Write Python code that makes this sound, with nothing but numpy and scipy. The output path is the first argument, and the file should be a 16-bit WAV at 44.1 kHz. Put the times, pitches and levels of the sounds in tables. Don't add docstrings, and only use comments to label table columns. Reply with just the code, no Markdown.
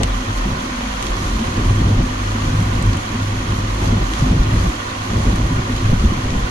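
import sys
import numpy as np
from scipy import signal
from scipy.fft import rfft, irfft
from scipy.io import wavfile
from scipy.ndimage import uniform_filter1d

SR = 44100
rng = np.random.default_rng(int(sys.argv[2]) if len(sys.argv) > 2 else 0)


def materialize(psi):
    bounded = np.clip(np.atleast_2d(psi).T, -1, 1)
    quanta = np.round(bounded * 32767).astype(np.int16)
    wavfile.write(sys.argv[1], SR, quanta)


N = 286650

TIME, FREQS = np.arange(N) / SR, np.fft.rfftfreq(N, 1 / SR)
BURST_TIME = np.arange(600) / SR

# (frequency [Hz], level per Hz [dB])
ROOF_COLOUR = [(200, -34), (420, -7), (520, 2.5), (600, -2), (680, -8), (870, -4.5), (1000, -3), (1200, -1),
               (1330, -6), (1680, -8), (2100, -5.5), (2550, -8), (3300, -11.5), (4500, -32.5), (7000, -56)]
# (frequency [Hz], level per Hz [dB])
GLASS_COLOUR = [(1500, -5.5), (3000, -6.5), (4200, 3.5), (4900, -1), (6600, 1), (7200, -3.5), (7900, -11),
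                (9000, -10), (9800, -7.5), (10500, -17.5), (11600, -6.5), (12050, -40), (12800, -52),
                (15500, -60)]
# (frequency [Hz], width [Hz], lift [dB])
PANELS = [(736.5, 54, 7), (977, 48, 3.5), (1047, 110, 4), (1150, 65, 3.5), (1467, 110, 3.5),
          (1784, 26, 3.5), (1875, 94, 4), (3280, 730, 3.5), (6430, 520, 1.5), (8250, 190, 5.5)]
# (peak time [s], half length [s], lift on the glass [dB])
GUSTS = [(1.15, 0.54, 1.5), (2.422, 0.14, 1.5), (2.918, 0.11, 0.5), (3.845, 0.08, 2.0), (4.196, 0.099, 2.7),
         (4.628, 0.086, 2), (5.248, 0.13, 1.2), (5.81, 0.09, 1)]
ROOF_DB, GLASS_DB = -32, -38.5
ROOF_GUST_SHARE = 0.47
SPRAY_HZ, SPRAY_GUST_SHARE, SPRAY_FLICKER_DB = 7000, 0.4, 1.07

# (time [s], level [dB], extra level of the splash [dB], left over right [dB])
TICKS = [(0.0329, -14.5, -4.5, 5), (1.0256, -22.5, -3, 4), (1.0668, -23, -7, -1), (1.4704, -29, -9, 4),
         (1.651, -32, -5, 5), (2.626, -35, 5, -3), (2.8247, -28.5, 1.5, 7), (2.9302, -25.5, -10, 9),
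         (2.9703, -30, 1, 3), (4.1353, -22, -7, 3), (5.359, -31, -1, 8), (6.3038, -24, -18, -2)]
# (frequency [Hz], level per Hz [dB])
KNOCK_COLOUR = [(900, -15), (1700, 0), (2600, 8), (3600, 4.5), (4800, 0), (6400, 2), (8000, -13),
                (13000, -58)]
# (frequency [Hz], level per Hz [dB])
SPLASH_COLOUR = [(3000, -6), (6500, -2.5), (8300, 2), (10000, -2.5), (12000, -10), (15500, -42)]
KNOCK_DECAY_S, SPLASH_DECAY_S = 0.00096, 0.00072
KNOCK_LAG_S = 0.0007

# (time [s], level [dB], pitch of the thump [Hz])
BUMPS = [(0.29, -22, 243), (0.455, -13.5, 202), (1.586, -16, 246), (1.658, -24, 163), (1.76, -20, 227),
         (1.992, -19, 229), (2.346, -16, 231), (2.539, -12, 154), (2.604, -14.5, 175), (3.137, -15.5, 230),
         (3.522, -16, 208), (3.867, -14, 165), (3.92, -13, 231), (3.964, -16, 174), (4.218, -7.5, 135),
         (4.26, -16.5, 215), (4.358, -9.5, 148), (4.403, -10.5, 100), (4.527, -15, 159), (4.585, -8, 88),
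         (4.636, -15.5, 182.6), (4.672, -13.5, 62), (5.129, -15, 226), (5.26, -11.5, 244),
         (5.325, -11, 191), (5.504, -11.5, 164), (5.695, -15.5, 252), (5.89, -9, 133), (5.925, -9.5, 172.6),
         (6.035, -10.5, 216), (6.051, -2.5, 78), (6.115, -12, 200.5), (6.326, -9.5, 133)]
# (start [s], length [s], shaking [dB], lift of its upper rattle [dB])
ROUGH_STRETCHES = [(-0.04, 0.073, -21, 8.5), (0.428, 0.14, -26, 1), (1.134, 0.47, -29, -10),
                   (1.533, 0.51, -23, 2.5), (2.39, 0.56, -23, 1), (3.075, 0.59, -29, -3),
                   (3.78, 0.25, -24.5, 7), (4.162, 0.5, -22.5, 2), (5.08, 0.32, -23, 5.5),
                   (5.386, 0.22, -24, 3), (5.66, 0.21, -27, 4), (5.83, 0.33, -20.5, -1),
                   (6.212, 0.22, -23, 1)]
SMOOTH_DB = -35.5
ROUGH_RISE_S, ROUGH_FADE_S = 0.052, 0.039
# (frequency [Hz], level per Hz [dB])
RUMBLE_COLOUR = [(8, -42), (16, 6.5), (28, -13), (48, -2), (78, 5), (103, 3), (130, 0.5), (185, -3),
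                 (260, -10), (350, -15), (470, -20.5), (620, -24.5), (900, -28), (1500, -96.5)]
RATTLE_HZ = 328
LUMPS_DB, LUMPS_PER_S = 2.5, 18
# (frequency [Hz], width [Hz], level [dB])
SHUDDER = (31, 26, -6.5)
# (frequency [Hz], width [Hz], level [dB])
BOOM = (45.9, 7.2, -0.6)
# (peak time [s], half length [s], level [dB])
HEAVES = [(0.123, 0.094, -18), (0.413, 0.093, -18), (0.896, 0.23, -27), (1.11, 0.05, -18.5),
          (1.338, 0.062, -17), (1.677, 0.036, -13.5), (1.85, 0.039, -12.5), (2, 0.047, -14.5),
          (2.255, 0.17, -23.5),  (2.877, 0.05, -16), (3.497, 0.094, -25), (3.74, 0.038, -22),
          (3.968, 0.33, -20.5), (4.297, 0.035, -13.5), (4.406, 0.014, -9), (4.582, 0.045, -18),
          (4.682, 0.018, -11.5), (5.305, 0.042, -13.5), (5.454, 0.028, -14), (5.78, 0.076, -22.5),
          (6.027, 0.05, -13.5), (6.44, 0.024, -17)]
BOOM_FROM_ROAD_DB = -3.5

# (time [s], level [dB])
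DRONE_LEVEL = [(0.0, -22.5), (0.5, -45), (0.95, -52), (1.2, -29), (1.45, -45), (1.75, -18.5), (2.1, -29.5),
               (2.7, -18.5), (3.05, -31.5), (3.7, -24), (4.12, -37), (4.55, -20.5), (4.74, -43),
               (5.25, -21.5), (6.5, -30)]
# (time [s], pitch [Hz])
DRONE_PITCH = [(0.0, 102.1), (2.2, 101.4), (6.5, 104.1)]
# (peak time [s], half length [s], level [dB])
THROBS = [(0.295, 0.026, -19.5), (1.703, 0.035, -13.5), (1.955, 0.065, -18), (2.295, 0.07, -25),
          (2.462, 0.02, -18), (2.59, 0.045, -16.5), (2.888, 0.041, -14.5), (3.28, 0.13, -21.5),
          (3.52, 0.036, -17.5), (3.915, 0.099, -15), (4.35, 0.04, -16), (5.876, 0.039, -15)]
# (time [s], level of its low part [dB], level of its upper part [dB])
TYRE_LEVELS = [(0.0, -28, -32), (0.68, -27, -29.5), (0.82, -28, -44), (0.94, -31, -52), (1.03, -31, -27.5),
               (1.55, -28, -26), (2.0, -24.5, -26), (2.1, -26, -32), (2.9, -25.5, -27.5),
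               (3.05, -26.5, -31.5), (3.8, -31.5, -26.5), (4.3, -23, -27.5), (4.7, -33, -23),
               (4.8, -37, -30.5), (5.02, -34.5, -32.5), (5.15, -26, -26.5), (6.5, -28.5, -30)]
# (frequency [Hz], level per Hz [dB])
ROAR_COLOUR = [(140, -32), (185, -5.5), (220, 2), (262, -0.5), (290, -4), (345, -3), (420, -14.5),
               (700, -58.5)]
ROAR_SPLIT_HZ = 264
# (frequency [Hz], width [Hz], level [dB])
TYRE_AIR = (255, 3, 0)
# (time [s], pitch [Hz], level [dB])
GLIDE = [(0.62, 257.7, -73), (0.72, 256, -29.5), (0.97, 196, -34), (1.2, 191.6, -47), (1.35, 214.9, -24.5),
         (1.47, 243.6, -27.5), (1.62, 251, -69)]

# (frequency [Hz], gain of the left-right difference [dB], left over right [dB])
EARS = [(250, -76, 0.0), (350, -24.5, 23), (452, -4, 2), (530, -2, -3.5), (666, 9.5, 1.5), (765, 3.5, -6.5),
        (870, 7, 0.5), (1073, 3, -13.5), (1282, 1.5, 8), (1440, 7, -4.5), (1660, 2.5, 2.5),
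        (1900, 0.5, 0.5), (3070, 2.0, -2.5), (4600, 0, -4), (5950, 1, -2), (6800, 0, -6.5), (8200, 1, 5.5),
        (9500, -0.5, -1.5), (11400, 0.5, -2.5)]
EDGE_HZ = 15800


def roof():
    rings = burst(decay_s=0.0015, tail_s=0.0083, tail_db=-2.5, count=400)
    left = drops(rings, per_s=3500, spread_db=2.5, cap=7.0)
    right = drops(rings, per_s=3500, spread_db=2.5, cap=7.0)
    drumming = colour(mid_side(left, right), read(ROOF_COLOUR, FREQS) + lifts(PANELS))
    return rainfall(ROOF_DB, ROOF_GUST_SHARE) * evened(drumming)


def windshield():
    left_rings = burst(decay_s=0.0014, tail_s=0.018, tail_db=-11, count=400)
    right_rings = burst(decay_s=0.0019, tail_s=0.0069, tail_db=-15, count=400)
    left = drops(left_rings, per_s=1300, spread_db=2.5, cap=7.3)
    right = drops(right_rings, per_s=2200, spread_db=2.5, cap=8.2)
    water = evened(mid_side(left, right)) + amp(2.0) * noise()
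    water = evened(colour(water, read(GLASS_COLOUR, FREQS) + lifts(PANELS)))
    spatter = below(water, SPRAY_HZ)
    flicker_db = SPRAY_FLICKER_DB * wander(rate_hz=11)
    spray = (water - spatter) * rainfall(flicker_db, SPRAY_GUST_SHARE)
    return rainfall(GLASS_DB, 1) * (spatter + spray)


def patter(low_hz=1200, high_hz=4800, decay_s=0.009, flurry_db=1.2, count=400):
    hz = np.geomspace(low_hz, high_hz, count)[:, None]
    t = np.arange(SR // 30) / SR
    rings = np.sin(2 * np.pi * hz * t) * np.exp(-t / decay_s) * np.sqrt(low_hz / hz)
    left = drops(rings, per_s=200, spread_db=4, cap=2.7)
    right = drops(rings, per_s=200, spread_db=4, cap=2.7)
    taps = colour(mid_side(left, right), lifts(PANELS))
    taps = evened(taps * amp(flurry_db * wander(rate_hz=9.8)))
    return amp(-9.5) * rainfall(ROOF_DB, ROOF_GUST_SHARE) * taps


def ticks(knock_db=19, splash_db=18):
    knocks, splashes = np.zeros((2, 2, N))
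    for s, db, treble_db, pan_db in TICKS:
        gain = amp(db + np.array([[pan_db], [-pan_db]]) / 2)
        knock = burst(decay_s=KNOCK_DECAY_S, tail_s=0.008, tail_db=-12, count=2)
        splash = burst(decay_s=SPLASH_DECAY_S, tail_s=0.0065, tail_db=-10, count=2)
        add(knocks, s + KNOCK_LAG_S, gain * amp(knock_db) * knock)
        add(splashes, s, gain * amp(splash_db + treble_db) * splash)
    knock_shape = read(KNOCK_COLOUR, FREQS)
    splash_shape = read(SPLASH_COLOUR, FREQS) + lifts(PANELS)
    knocks = colour(knocks, knock_shape) / np.sqrt(np.mean(amp(knock_shape) ** 2))
    splashes = colour(splashes, splash_shape) / np.sqrt(np.mean(amp(splash_shape) ** 2))
    return knocks + splashes


def rainfall(db, share):
    return amp(db + share * sum(lift * swell(s, half_s) for s, half_s, lift in GUSTS))


def drops(rings, per_s, spread_db, cap):
    at = np.flatnonzero(rng.random(N) < per_s / SR)
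    size = amp(spread_db * np.minimum(rng.exponential(1, N), cap))
    size = (size * rng.choice([-1, 1], N))[at]
    spot = rng.integers(0, len(rings), N)[at]
    out = np.zeros(N + rings.shape[1])
    for delay, ring in enumerate(rings.T.copy()):
        out[at + delay] += size * ring[spot]
    return evened(out[:N])


def burst(decay_s, tail_s, tail_db, count):
    fade = np.exp(-BURST_TIME / decay_s) + amp(tail_db) * np.exp(-BURST_TIME / tail_s)
    blows = rng.standard_normal((count, len(BURST_TIME))) * fade
    return blows / np.linalg.norm(blows, axis=1, keepdims=True)


def bumps(rise_s=0.0077, level_db=-2.5, upper_ratio=1.682, upper_db=-10):
    out, t = np.zeros(N), np.arange(SR // 8) / SR
    push = t / rise_s * np.exp(1 - t / rise_s)
    for s, db, hz in BUMPS:
        turn = 2 * np.pi * hz * t
        thump = push * np.sin(turn)
        knock = amp(upper_db) * push ** 2 * np.sin(upper_ratio * turn)
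        add(out, s, amp(db + level_db) * (thump + knock))
    return out


def road():
    shake = shaking(0)
    heaves = sum((amp(db) * swell(s, half_s)) ** 2 for s, half_s, db in HEAVES)
    heave = np.sqrt((amp(BOOM_FROM_ROAD_DB) * shake) ** 2 + heaves)
    body = steadied(colour(noise(), read(RUMBLE_COLOUR, FREQS)), span_s=0.04, share=1.0)
    body = evened(body * amp(LUMPS_DB * wander(rate_hz=LUMPS_PER_S)))
    low = below(body, RATTLE_HZ)
    rattle = body - low
    out = amp(2.0) * (low * shake + rattle * shaking(0.88))
    out += ringing(BOOM, span_s=0.038, share=1.0) * heave
    out += ringing(SHUDDER, span_s=0.044, share=0.99) * shake
    out[0] += drone()
    return out


def shaking(rattle_share):
    power = amp(SMOOTH_DB) ** 2
    for s, length, db, lift_db in ROUGH_STRETCHES:
        rise = np.clip((TIME - s) / ROUGH_RISE_S, 0, 1)
        fade = np.exp(-np.maximum(TIME - s - length, 0) / ROUGH_FADE_S)
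        power = power + (amp(db + rattle_share * lift_db) * rise * fade) ** 2
    return np.sqrt(power)


def drone(waver_hz=0.6, flutter_db=1.0):
    s, hz = np.transpose(DRONE_PITCH)
    pitch = np.interp(TIME, s, hz) + waver_hz * wander(rate_hz=4.7)
    tone = np.sin(2 * np.pi * np.cumsum(pitch) / SR)
    tone = evened(tone * amp(flutter_db * wander(rate_hz=11)))
    throbs = sum((amp(db) * swell(s, half_s)) ** 2 for s, half_s, db in THROBS)
    return tone * np.sqrt(follow(DRONE_LEVEL, column=1) ** 2 + throbs)


def tyres():
    roar = colour(noise(), read(ROAR_COLOUR, FREQS))
    low = below(roar, ROAR_SPLIT_HZ)
    air = ringing(TYRE_AIR, span_s=0.3, share=0.72)
    lower = amp(-7.5) * (steadied(low, span_s=0.073, share=0.59) + air)
    upper = amp(-7.0) * steadied(roar - low, span_s=0.11, share=0.79)
    return lower * follow(TYRE_LEVELS, column=1) + upper * follow(TYRE_LEVELS, column=2)


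def glide(waver_hz=3, flutter_db=4.0):
    s, hz, _ = np.transpose(GLIDE)
    pitch = np.interp(TIME, s, hz) + waver_hz * wander(rate_hz=11)
    tone = np.sin(2 * np.pi * np.cumsum(pitch) / SR)
    return follow(GLIDE, column=2) * evened(tone * amp(flutter_db * wander(rate_hz=15)))


def ringing(mode, span_s, share):
    hz, width, db = mode
    shape = 1 / (1 + ((FREQS - hz) / width) ** 2) ** 1.5
    return amp(db) * steadied(irfft(rfft(noise()) * shape, N), span_s, share)


def amp(db):
    return 10 ** (np.asarray(db) / 20)


def evened(x):
    return x / np.sqrt(np.mean(x ** 2) + 1e-20)


def read(points, hz, column=1):
    rows = np.array(points)
    return np.interp(np.log(hz + 1), np.log(rows[:, 0] + 1), rows[:, column])


def follow(table, column):
    rows = np.array(table)
    return amp(np.interp(TIME, rows[:, 0], rows[:, column]))


def colour(x, db):
    cepstrum = irfft(np.log(amp(np.maximum(db, -100))), N)
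    cepstrum[1:N // 2] *= 2
    cepstrum[N // 2 + 1:] = 0
    return irfft(rfft(x) * np.exp(rfft(cepstrum)), N)


def lifts(modes):
    return sum(db / (1 + (2 * (FREQS - hz) / width) ** 2) for hz, width, db in modes)


def below(x, hz):
    return irfft(rfft(x) / (1 + (FREQS / hz) ** 6), N)


def steadied(x, span_s, share):
    size = max(int(span_s * SR), 2)
    power = uniform_filter1d(uniform_filter1d(x ** 2, size), size)
    return evened(x / (abs(power) + 1e-12) ** (np.clip(share, 0, 1) / 2))


def noise():
    return rng.standard_normal((2, N))


def wander(rate_hz):
    return evened(irfft(rfft(rng.standard_normal(N)) / (1 + (FREQS / rate_hz) ** 4), N))


def swell(peak_s, half_s):
    return np.exp(-((TIME - peak_s) / half_s) ** 2)


def mid_side(left, right):
    return np.array([left + right, left - right]) / 2


def add(mix, s, sound):
    part = mix[..., round(s * SR):][..., :sound.shape[-1]]
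    part += sound[..., :part.shape[-1]]


def scene():
    mid, side = roof() + windshield() + patter() + road() + tyres() + glide()
    side = irfft(rfft(side) * amp(read(EARS, FREQS, column=1)), N)
    lean_db = read(EARS, FREQS, column=2) * (FREQS > 400)
    lean = amp(np.array([[1], [-1]]) * lean_db / 2)
    lean = lean / np.sqrt(np.mean(lean ** 2, 0))
    cabin = irfft(rfft([mid + side, mid - side]) * lean, N)
    return cabin + ticks() + bumps()


def record(dry):
    low_pass = signal.firwin(511, EDGE_HZ, window=("kaiser", 9), fs=SR)
    return signal.oaconvolve(dry, low_pass[None], "same")


dry = scene()
out = record(dry)
materialize(out)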